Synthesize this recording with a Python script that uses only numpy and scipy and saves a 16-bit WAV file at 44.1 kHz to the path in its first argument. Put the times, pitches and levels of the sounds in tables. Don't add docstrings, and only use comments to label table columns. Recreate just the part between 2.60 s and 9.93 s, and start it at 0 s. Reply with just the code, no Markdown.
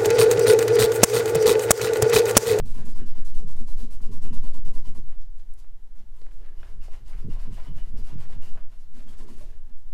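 import sys
import numpy as np
from scipy import signal
from scipy.fft import rfft, irfft, next_fast_len
from scipy.io import wavfile
from scipy.ndimage import uniform_filter1d

SR = 44100
rng = np.random.default_rng(int(sys.argv[2]) if len(sys.argv) > 2 else 0)


def transcribe(u):
    v = np.clip(np.atleast_2d(u).T, -1, 1)
    q = np.round(v * 32767).astype(np.int16)
    wavfile.write(sys.argv[1], SR, q)


def volts(x):
    e = np.asarray(x, float) / 20
    return 10 ** e


N = 323253


def rms_one(x):
    return x / np.sqrt(np.mean(x ** 2) + 1e-20)


def evened(x, span_s):
    return x / np.sqrt(uniform_filter1d(x ** 2, size=int(span_s * SR)) + 1e-20)


def in_time(rows):
    s, *columns = np.transpose(rows)
    return [np.interp(np.arange(N) / SR, s, column) for column in columns]


def colour(x, points):
    size = next_fast_len(N)
    hz = np.arange(size // 2 + 1) * SR / size + 0.00084
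    at, db = np.transpose(points)
    gain = volts(np.interp(np.log(hz), np.log(at), db))
    return irfft(rfft(x, size) * gain, size)[:N]


def drift(rate_hz):
    r = np.exp(-2 * np.pi * rate_hz / SR)
    wander = signal.lfilter([1], [1, -2 * r, r * r], rng.standard_normal(N + SR))
    return rms_one(wander[SR:])


def slips(per_s, spread_db):
    sizes = volts(spread_db * np.minimum(rng.exponential(1, N), 5))
    sizes = sizes * rng.choice([-1, 1], N)
    return sizes * (rng.random(N) < per_s / SR) + 1e-18


def resonate(x, modes):
    out = np.zeros(N)
    for k, (hz, width_hz, db) in enumerate(modes):
        r = np.exp(-np.pi * width_hz / SR)
        b = (1 - r * r) / 2 * np.array([1, 0, -1])
        a = [1, -2 * r * np.cos(2 * np.pi * hz / SR), r * r]
        out += (-1) ** k * volts(db) * signal.lfilter(b, a, x)
    return out


def leg_mode(x, hz, width_hz, db):
    once = resonate(x, [(hz, width_hz, db)])
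    return resonate(once, [(hz, 1.2 * width_hz, 0)])


def swell(rows, levels_db, rise, fall, spill):
    out, t = np.zeros(N), np.arange(N) / SR
    settings = np.broadcast_arrays(levels_db, rise, fall, spill)
    for (start, length, *_), db, up, down, over in zip(rows, *settings):
        a, b = start - over, start + length + over
        i, j = max(int(a * SR), 0), min(int(b * SR), N)
        part = (t[i:j] - a) / (b - a)
        shape = np.clip(np.minimum(part / up, (1 - part) / down), 0, 1)
        out[i:j] += (volts(db) * np.sin(np.pi / 2 * shape)) ** 2
    return np.sqrt(out)


# (frequency [Hz], level [dB per Hz])
FLOOR_SPECTRUM = [(35, -57), (60, -6.5), (145, -31), (242, -30.5), (291, -34.5), (772, -38.5), (868, -34.5),
                  (1090, -41), (2000, -42), (2530, -49), (3040, -45), (3340, -47), (15500, -54)]
FLOOR_DB = -70.5


def workshop_air():
    air = colour(rng.standard_normal(N), FLOOR_SPECTRUM) * volts(0.5 * drift(5.5))
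    above_rumble = signal.sosfilt(signal.butter(4, 300, "high", fs=SR, output="sos"), air)
    return volts(FLOOR_DB) * air / np.std(above_rumble)


# (time [s], shove rocking it [dB], twist in the seat rail [dB], creak in the upper frame [dB])
PAD_JOLTS = [(0.0, -32, -49, -56), (0.07, -41, -45, -58), (0.192, -40, -40, -49), (0.248, -42, -47, -51),
             (0.29, -59, -42, -56), (0.419, -40, -40, -47), (0.592, -72, -46.5, -55),
             (0.8, -60, -52.5, -54), (0.84, -37, -53.5, -60), (1.022, -45, -42, -56.5),
             (1.24, -49, -41, -52), (1.43, -50, -50.5, -56), (1.511, -37, -41, -47), (1.58, -44, -49, -68),
             (1.661, -40, -46, -48), (1.731, -34, -38.5, -55.5), (1.861, -49.5, -49.5, -55),
             (1.97, -47, -46, -52), (2.08, -40.5, -47.5, -54), (2.169, -49.5, -46.5, -53),
             (2.292, -41, -49.5, -52), (2.379, -42.5, -47.5, -58)]
TIP_JOLTS = [(4.16, -48, -81, -75), (4.43, -53, -79, -67), (4.55, -49, -69, -63),
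             (4.662, -31.5, -44.5, -44.5), (4.709, -61, -55, -55), (4.893, -38, -44.5, -50.5),
             (5.108, -35, -47.5, -54), (5.348, -40, -51, -53.5), (5.399, -43, -51, -52.5),
             (5.549, -33.5, -46, -53.5), (5.59, -47, -67, -64), (5.759, -38.5, -58, -68),
             (5.96, -51, -58, -73), (6.381, -72, -53, -60), (6.48, -54, -49, -65), (6.629, -71, -49, -48.5),
             (6.718, -63, -49.5, -55), (7.11, -69, -57.5, -76)]
JOLT_HOLD_S = 0.002


def jolted(rest_db, peaks_db, rise, fall):
    power, t = volts(2 * rest_db), np.arange(N) / SR
    for (s, *_), db in zip(PAD_JOLTS + TIP_JOLTS, peaks_db):
        near = slice(max(int((s - 0.25) * SR), 0), int((s + 0.35) * SR))
        since = t[near] - s
        slope_db = np.minimum(rise * (since + JOLT_HOLD_S), fall * (JOLT_HOLD_S - since))
        power[near] += volts(2 * (db + np.minimum(slope_db, 0)))
    return 10 * np.log10(power)


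# (frequency [Hz], width [Hz], level [dB])
ROCKING_MODES = [(84.8, 31.2, -2.5), (104.6, 10.6, 5), (138.2, 8.7, -0.5), (192.4, 11.2, -4)]
SEAT_RAIL_MODES = [(230, 11.4, 9), (281, 21, -8)]
UPPER_FRAME_MODES = [(333.3, 32.5, -0.5), (382.4, 29.6, -0.5), (446.8, 7.3, 2.5), (578, 27, -11)]
# (time [s], tremble [dB], upper frame's creak above it [dB])
LEAN = [(0.0, -53, -6.5), (2.35, -54, -14.5), (2.5, -63.5, -22), (2.9, -67, -3.5), (3.15, -68, -13),
        (3.7, -64, -3.5), (3.87, -61.5, -3), (4.12, -55.5, -7.5), (4.3, -58, -14), (4.7, -55, -11.5),
        (5.9, -52.5, -10), (6.1, -60.5, -11.5), (6.3, -62, -16.5), (6.5, -56, -6.5), (6.84, -54, -6),
        (7.05, -68.5, -6.5), (7.27, -68, -32), (7.33, -59, -34)]
RAIL_LEAN_DB = -10.5
# rocking, seat rail, upper frame [dB per s]
JOLT_RISE, JOLT_FALL = [430, 280, 390], [157, 276, 250]


def frame():
    lean_db, creak_db = in_time(LEAN)
    shove_db, twist_db, upper_db = np.transpose(PAD_JOLTS + TIP_JOLTS)[1:]
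    parts = [(ROCKING_MODES, [70, 210], lean_db, shove_db),
             (SEAT_RAIL_MODES, [190, 300], lean_db + RAIL_LEAN_DB, twist_db),
             (UPPER_FRAME_MODES, [280, 520], lean_db + creak_db, upper_db)]
    jerks = slips(per_s=500, spread_db=3.0)
    out = np.zeros(N)
    for (modes, band_hz, rest_db, peaks_db), rise, fall in zip(parts, JOLT_RISE, JOLT_FALL):
        band = signal.butter(2, band_hz, "band", fs=SR, output="sos")
        part = signal.sosfilt(band, resonate(jerks, modes))
        out += volts(jolted(rest_db, peaks_db, rise, fall) - 3.0) * evened(part, span_s=1 / 14)
    return out


# (time [s], air push [re full scale], eddy rumble [dB])
HAND = [(0.0, 0.2, -33), (0.55, 0.35, -38.5), (1.0, 0.3, -30), (1.33, 0.16, -34.5), (1.65, 0.39, -33),
        (2.15, 0.32, -33), (2.401, 0.13, -36.5), (2.7, 0.1, -40), (3.49, 0.1, -44.5), (4.16, 0.1, -34.5),
        (4.449, 0.038, -36), (4.56, 0.069, -29), (4.67, 0.068, -32.5), (5.45, 0.15, -31),
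        (5.9, 0.24, -40.5), (6.5, 0.15, -38.5), (7.19, 0.085, -42.5), (7.33, 0.06, -43)]
# (time [s], air push [re full scale])
WAVES = [(0.0, -0.035), (2.489, -0.19), (2.589, 0.15), (2.763, -0.077), (2.826, 0.077), (2.907, -0.07),
         (3.109, 0.058), (3.257, -0.04), (3.37, 0.063), (3.506, -0.04), (3.558, 0.068), (3.62, -0.095),
         (3.787, 0.082), (3.888, -0.043), (3.965, 0.041), (4.172, -0.036), (6.032, 0.12), (6.181, -0.035),
         (6.233, 0.026), (6.98, -0.055), (7.03, 0.048), (7.077, -0.031), (7.155, 0.11), (7.33, -0.087)]
PUSH_LAG_S, FIRST_PUSH = [0.048, 0.0072, 0.0012], [0.99, 0.86, -0.59]


def hand_air():
    at, reach, _ = np.transpose(HAND)
    turns = list(WAVES)
    for bout, lag, way in zip([PAD_STROKES, TIP_STROKES, LAST_STROKES], PUSH_LAG_S, FIRST_PUSH):
        for k, (s, *_) in enumerate(bout):
            turns.append((s + lag, way * (-1) ** k * np.interp(s, at, reach)))
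    s, push = np.transpose(sorted(turns))
    turn = np.interp(np.arange(N) / SR, s, np.arange(len(s)))
    k = np.minimum(turn.astype(int), len(s) - 2)
    swing = push[k] + (push[k + 1] - push[k]) * (1 - np.cos(np.pi * (turn - k))) / 2
    eddy_spectrum = [(7, 6.0), (13, 20.0), (25, 6.5), (40, -8.5), (65, -11.5), (120, -65.5)]
    eddies = colour(rng.standard_normal(N), eddy_spectrum)
    return swing + volts(in_time(HAND)[1] + 8.0) * rms_one(eddies)


def patchy(x, flutter):
    out = x.copy()
    for k, low_hz in enumerate([2300, 3300, 4500, 6200, 8500]):
        region = signal.butter(2, [low_hz, 1.37 * low_hz], "band", fs=SR, output="sos")
        change = volts(1.3 * np.roll(flutter, (k + 1) * SR)) - 1
        out += signal.sosfiltfilt(region, x) * change
    return out


# (time [s], length [s], hiss level [dB], pressure as drag above the hiss [dB])
PAD_STROKES = [(0.05, 0.099, -58.5, -10.5), (0.139, 0.11, -59, 3.5), (0.247, 0.096, -57.5, -2.5),
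               (0.348, 0.078, -60, 3.5), (0.459, 0.08, -59.5, -3), (0.548, 0.063, -63.5, 8),
               (0.645, 0.088, -58, -5), (0.742, 0.085, -58, -5), (0.867, 0.084, -59.5, -2),
               (0.961, 0.073, -60.5, -0.5), (1.068, 0.097, -58, -5.5), (1.17, 0.098, -56, -8),
               (1.304, 0.076, -58, -5), (1.412, 0.075, -60, -3), (1.511, 0.087, -59, -5),
               (1.617, 0.078, -59.5, 0.5), (1.725, 0.082, -58.5, -1.5), (1.829, 0.076, -58.5, -1),
               (1.934, 0.075, -58.5, -3), (2.047, 0.055, -60, -2), (2.133, 0.083, -60, -3),
               (2.244, 0.071, -61, -1.5), (2.345, 0.067, -61, -5)]
TIP_STROKES = [(4.206, 0.11, -64, 4.1), (4.298, 0.11, -64.5, 3.7), (4.453, 0.11, -62, 2.7),
               (4.556, 0.095, -65, 5.6), (4.69, 0.096, -62, 4.1), (4.787, 0.098, -62.5, 5.4),
               (4.907, 0.14, -61.5, 4.3), (5.015, 0.1, -64, 7.1), (5.149, 0.082, -62, 4.1),
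               (5.241, 0.085, -68.5, 6.9), (5.364, 0.067, -60.5, 3.7), (5.43, 0.13, -61.5, 5.7),
               (5.577, 0.1, -62, 5.9), (5.687, 0.09, -61, 3.1), (5.803, 0.13, -58.5, 0.79),
               (5.918, 0.13, -72.5, 9.4)]
LAST_STROKES = [
    (6.329, 0.14, -64, 3.5),
    (6.459, 0.12, -62.5, 2.5),
    (6.561, 0.11, -61, 0),
    (6.667, 0.11, -59, -1),
    (6.756, 0.13, -59.5, -1.5),
    (6.847, 0.15, -70.5, 4.5),
]
RUSTLES = [(2.458, 0.13, -80, 14), (2.778, 0.051, -70.5, -0.5), (2.975, 0.063, -67, -5),
           (3.351, 0.089, -71.5, 5), (3.52, 0.2, -69.5, 0), (3.685, 0.18, -70.5, -5),
           (3.786, 0.17, -80.5, 16.5), (3.955, 0.2, -69.5, 8.5), (4.078, 0.06, -68.5, 7),
           (6.091, 0.12, -71.5, 5), (6.182, 0.092, -70.5, -2), (7.043, 0.13, -83, 11),
           (7.162, 0.08, -70.5, -22)]
# (frequency [Hz], level [dB per Hz])
WEAVE_SPECTRUM = [(1500, -10.5), (2500, -6), (3500, -5), (4300, -2.5), (4950, -2.5), (5600, -2.5),
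                  (7200, -2), (9500, -3.5), (12000, -6), (14000, -11.5), (15800, -9.5)]
# (frequency [Hz], level [dB per Hz])
SCUFF_SPECTRUM = [(350, -7), (620, 1), (800, -3.5), (1100, -5), (1550, -6), (2900, -9.5), (3600, -12.5),
                  (6000, -24.5), (12000, -33)]
# (frequency [Hz], width [Hz], level [dB])
LEG_MODES = [(925, 55, -3), (1018, 60, 1), (1080, 45, -4), (2000, 100, -14), (2500, 100, -15),
             (2790, 80, -12), (2942, 60, -12), (4400, 120, -17), (4920, 100, -13), (5520, 100, -16)]
RING_DB, RING_FOLLOWS = [-10.5, -10, -17, -10], 0.74
PAD_BITE_DB_PER_S = 4.5
BITE_DB, BITE_LAG_S, BITE_S = 1, 0.0046, 0.0022
REGRIP_S = 3.5
TIP_BRIGHT_DB = 6.0


def rag():
    bouts = [PAD_STROKES, TIP_STROKES, LAST_STROKES, RUSTLES]
    strokes = sum(bouts, [])
    start, length, hiss_db, scuff_db = np.transpose(strokes)
    pad = slice(len(PAD_STROKES))
    ring_db = np.repeat(RING_DB, [len(bout) for bout in bouts]) + RING_FOLLOWS * scuff_db
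    ring_db[pad] += PAD_BITE_DB_PER_S * start[pad]
    flat = start < REGRIP_S
    flick = np.where(flat, 0.14, 0.36)
    slow = np.where(flat, 0.5, 0.8)

    flutter = drift(21.5)
    fibres = rms_one(colour(slips(per_s=15000, spread_db=3.0), WEAVE_SPECTRUM))
    fibres = patchy(fibres, flutter) * volts(0.78 * flutter)
    dull = signal.sosfiltfilt(signal.butter(1, 8500, fs=SR, output="sos"), fibres)
    hiss = dull * swell(strokes, hiss_db + 0.39, rise=flick, fall=slow, spill=np.where(flat, 0.004, 0.01))
    hiss += (fibres - dull) * swell(strokes, hiss_db, rise=flick, fall=1.52 * slow,
                                    spill=np.where(flat, 0.0, -0.0078))

    scuff = evened(colour(slips(per_s=6500, spread_db=2.0), SCUFF_SPECTRUM), span_s=0.015)
    scuff = scuff * volts(2.7 * drift(27))
    scuff = scuff * swell(strokes, hiss_db + scuff_db, rise=0.66, fall=0.95, spill=0.013)

    drag = slips(per_s=6000, spread_db=3.0)
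    grip = swell(strokes, hiss_db + ring_db, rise=0.15 * flick, fall=1.0, spill=0.00033)
    bites = [(s + BITE_LAG_S, BITE_S) for s in start[pad]]
    grip += swell(bites, (hiss_db + ring_db)[pad] + BITE_DB, rise=0.065, fall=1.0, spill=0)
    bright_db = TIP_BRIGHT_DB * (np.arange(N) > REGRIP_S * SR)
    ring = np.zeros(N)
    for hz, width_hz, db in LEG_MODES:
        mode = leg_mode(drag * grip * volts(2.9 * drift(9.0)), hz, width_hz, db)
        ring += mode * volts((hz > 1900) * bright_db)
    steady_ring = sum(leg_mode(drag, *mode) for mode in LEG_MODES)
    return hiss + scuff + ring / np.std(steady_ring)


# (time [s], level [dB], t60 [s], low notes above the leg's ring [dB])
CATCHES = [(0.06, -64.5, 0.29, -2), (0.175, -58, 0.4, 1), (0.269, -54, 0.058, -9), (0.48, -64, 0.2, -10),
           (0.551, -64, .15, -4), (0.787, -66, 0.22, 10.5), (0.886, -56.5, 0.15, -16),
           (0.966, -66.5, 0.14, 4), (1.082, -57, 0.12, -4), (1.191, -69, 0.71, 4.5), (1.31, -82, 0.26, 12),
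           (1.43, -58, 0.21, 0.5), (1.616, -65.5, 0.18, 4), (1.654, -56.5, 0.16, -15),
           (1.726, -55, 0.18, -22), (1.83, -67, 0.22, -8), (1.941, -66.5, 0.26, 4), (2.05, -63.5, 0.45, -1),
           (2.157, -58, 0.15, -13), (2.257, -66, 0.14, -4), (2.35, -57, 0.1, -3.5), (4.713, -79, .15, -8),
           (4.76, -57.5, 0.16, 2), (4.849, -60, 0.26, -9), (4.98, -57.5, 0.22, 6), (5.055, -61, 0.31, -4),
           (5.189, -66, 0.22, -14), (5.505, -60, 0.17, -2), (5.742, -67, 0.15, 7), (5.82, -79, 0.15, -6),
           (6.475, -65, 0.13, -14), (6.604, -59.5, 0.23, -21), (6.684, -57.5, 0.12, -6),
           (6.805, -57, 0.077, -3)]
# (frequency [Hz], width [Hz], level [dB])
LOW_LEG_MODES = [(566, 67, 6.5), (684, 62, 8.5), (826, 22, 8.5)]
CATCH_ATTACK_S = 0.002


def catches():
    drag, t = slips(per_s=5000, spread_db=2.5), np.arange(N) / SR
    main = evened(sum(leg_mode(drag, *mode) for mode in LEG_MODES[:3]), span_s=0.037)
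    low = evened(resonate(drag, LOW_LEG_MODES), span_s=0.051)
    edge = rms_one(colour(drag, SCUFF_SPECTRUM))
    out = np.zeros(N)
    for s, db, t60, low_db in CATCHES:
        near = slice(int(s * SR), int((s + 0.2) * SR))
        since = t[near] - s
        grip = volts(db - 60 * since / t60) * np.clip(since / CATCH_ATTACK_S, 0, 1)
        scrape = volts(-0.3 - 360 * since) * edge[near]
        out[near] += grip * (main[near] + volts(low_db) * low[near] + scrape)
    return out


# (time [s], length [s], pitch
# [Hz], width [Hz], level [dB])
SQUEAKS = [(0.17, 0.1, 1650, 350, -61), (0.3, 0.12, 5000, 700, -66), (0.37, 0.09, 235, 30, -45),
           (0.386, 0.08, 1620, 300, -61), (0.39, 0.07, 2900, 200, -66), (0.49, 0.05, 5000, 500, -65),
           (0.55, 0.13, 1500, 700, -63), (0.735, 0.05, 235, 40, -48), (0.82, 0.04, 410, 60, -52),
           (1.08, 0.09, 235, 30, -51), (1.18, 0.13, 232, 25, -47), (1.19, 0.07, 445, 30, -56),
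           (1.43, 0.045, 590, 90, -59), (1.825, 0.04, 240, 40, -47), (1.852, 0.045, 585, 70, -54),
           (1.89, 0.06, 600, 90, -61), (2.05, 0.09, 480, 200, -55), (2.06, 0.05, 1015, 60, -59),
           (1.515, 0.07, 1000, 150, -60), (2.35, 0.07, 340, 100, -56), (2.26, 0.05, 620, 100, -60),
           (2.14, 0.04, 240, 40, -46), (2.57, 0.11, 4500, 4500, -67), (3.365, 0.072, 218, 40, -59),
           (3.78, 0.07, 410, 90, -61), (3.8, 0.06, 1700, 120, -74), (3.875, 0.04, 1720, 80, -66),
           (3.91, 0.04, 1740, 90, -71), (3.96, 0.1, 2900, 150, -70), (4.04, 0.1, 1700, 150, -68),
           (5.15, 0.12, 230, 30, -54), (5.69, 0.045, 450, 40, -55), (5.86, 0.045, 370, 40, -59),
           (6.33, 0.13, 225, 30, -53), (6.605, 0.06, 400, 70, -54), (6.68, 0.07, 232, 30, -47),
           (6.8, 0.07, 590, 60, -55), (6.89, 0.09, 1680, 100, -69), (6.9, 0.07, 430, 50, -63)]
# (time [s], length [s], pitch [Hz], level [dB])
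HIGH_SQUEAKS = [(0.734, 0.063, 2870, -65), (1.42, .05, 2890, -65), (1.612, 0.12, 2850, -62),
                (1.833, 0.091, 2800, -66), (2.047, .04, 2930, -64), (2.056, .05, 4920, -65),
                (2.16, 0.055, 4950, -66), (2.168, .055, 2060, -69), (2.249, 0.047, 3000, -61.5),
                (4.928, 0.045, 2900, -61.5), (5.05, 0.065, 3020, -61), (5.17, 0.06, 2940, -61),
                (5.496, 0.043, 2860, -67), (5.59, 0.055, 3080, -67), (5.707, .05, 2750, -69),
                (5.806, 0.11, 2860, -61), (6.467, .065, 3210, -65), (6.79, .05, 3100, -69)]
HIGH_SQUEAK_WIDTH_HZ = 260


def squeaks():
    out, drag = np.zeros(N), slips(per_s=2500, spread_db=3.0)
    high_squeaks = [(s, length, hz, HIGH_SQUEAK_WIDTH_HZ, db) for s, length, hz, db in HIGH_SQUEAKS]
    for start, length, hz, width_hz, db in SQUEAKS + high_squeaks:
        tone = evened(leg_mode(drag, hz, width_hz, 0), span_s=0.048)
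        out += tone * swell([(start, length)], [db], rise=0.53, fall=1.0, spill=0)
    return out


def cracks(rows):
    out, size = np.zeros(N), SR // 10
    grain = rng.standard_normal((len(rows), size))
    for (s, db, low_hz, high_hz, t60), noise in zip(rows, grain):
        band = signal.butter(3, [low_hz, high_hz], "band", fs=SR, output="sos")
        gain = np.sqrt(SR / 2 / (high_hz - low_hz))
        blow = noise * volts(-60 * np.arange(size) / SR / max(t60, 0.004))
        blow[0] = 0.92 * gain
        i = round(s * SR)
        out[i:i + size] += volts(db - 1.0) * gain * signal.sosfilt(band, blow)[:N - i]
    return out


# (time [s], level [dB], lowest [Hz], highest [Hz], t60 [s])
THUDS = [(0.172, -52, 161, 327, 0.14), (1.004, -43.5, 160, 323, 0.1), (1.497, -39, 151, 288, 0.073),
         (1.7, -42, 130, 317, 0.11), (4.641, -38, 128, 327, 0.12), (4.685, -41, 141, 282, 0.093),
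         (4.874, -39.5, 132, 330, 0.087), (4.92, -44.5, 131, 237, 0.12), (5.07, -45, 140, 307, 0.1),
         (5.336, -43.5, 138, 263, 0.14), (5.526, -41.5, 130, 289, 0.16), (5.76, -45, 132, 250, 0.13)]


def foot_thuds():
    return cracks(THUDS)


# (time [s], level [dB], lowest [Hz], highest [Hz], t60 [s])
TICKS = [(1.403, -50.5, 454, 1550, 0.035), (2.508, -56.5, 293, 674, 0.033),
         (2.522, -55.5, 580, 2190, 0.033), (2.797, -61, 900, 5500, 0.03),
         (2.938, -48.5, 5460, 11700, 0.0091), (3.39, -63, 2500, 7000, 0.046),
         (2.99, -59, 2000, 12800, 0.037), (2.999, -58, 2000, 13000, 0.03), (3.043, -60, 300, 2330, 0.037),
         (3.273, -66, 695, 5030, 0.012), (3.616, -53.5, 263, 584, 0.045), (3.616, -53, 900, 6000, 0.014),
         (3.666, -50, 330, 1930, 0.016), (3.688, -59, 250, 1000, 0.02), (3.688, -60, 1500, 4200, 0.015),
         (3.711, -58, 1200, 4500, 0.0093), (3.716, -54.5, 500, 2300, 0.011),
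         (4.031, -41.5, 123.8, 1910, 0.016), (4.282, -46.5, 199, 770, 0.035),
         (4.531, -52.5, 348, 2500, 0.13), (4.999, -49.5, 476, 2220, 0.059), (5.697, -50.5, 590, 880, 0.027),
         (5.955, -54, 417, 1070, 0.043), (5.973, -49, 230, 1700, 0.09), (7.095, -64, 1480, 7000, 0.024)]


def taps_and_snaps():
    return cracks(TICKS)


def workshop_tail(x, t60, wet_db, wall_hz):
    t = np.arange(SR // 2) / SR
    tail = rng.standard_normal(len(t)) * volts(-60 * t / t60) * (t > 0.006)
    wet_gain = volts(wet_db) / np.sqrt(np.sum(tail ** 2))
    tail = signal.sosfilt(signal.butter(2, wall_hz, fs=SR, output="sos"), tail)
    return wet_gain * signal.fftconvolve(x, tail)[:N]


def scene():
    chair = rag() + taps_and_snaps() + squeaks()
    room = workshop_tail(chair, t60=0.41, wet_db=-6, wall_hz=7700)
    mix = chair + room + frame() + hand_air() + workshop_air() + catches() + foot_thuds()
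    return mix[None]


HOLES_FROM_HZ, HOLE_SHARE = 12600, 0.1


def starved_top(x):
    hz, t, z = signal.stft(x, SR, nperseg=1024)
    band = np.maximum((hz - HOLES_FROM_HZ) // 350 + 1, 0).astype(int)
    luck = rng.standard_normal((band.max() + 1, len(t)))
    luck = uniform_filter1d(luck, size=5, axis=1) * np.sqrt(5)
    limit = np.interp(np.arange(band.max() + 1), [0, 1, 7, 40], [-9, -2.0, -2 * HOLE_SHARE, -2 * HOLE_SHARE])
    keep = np.where(luck < limit[:, None], volts(-22), 1)
    lost = signal.istft(z * (1 - keep[band]), SR, nperseg=1024)[1][..., :N]
    return x - lost


def band_limit(x):
    return signal.sosfilt(signal.butter(12, 15660, fs=SR, output="sos"), x)


def record(dry):
    cut = signal.cheby2(16, 60, 15950, fs=SR, output="sos")
    settled = signal.sosfilt_zi(cut)[:, None, :] * dry[None, :, :1]
    finished = signal.sosfilt(cut, starved_top(dry), zi=settled)[0]
    return band_limit(finished)


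dry = scene()
out = record(dry)
transcribe(out)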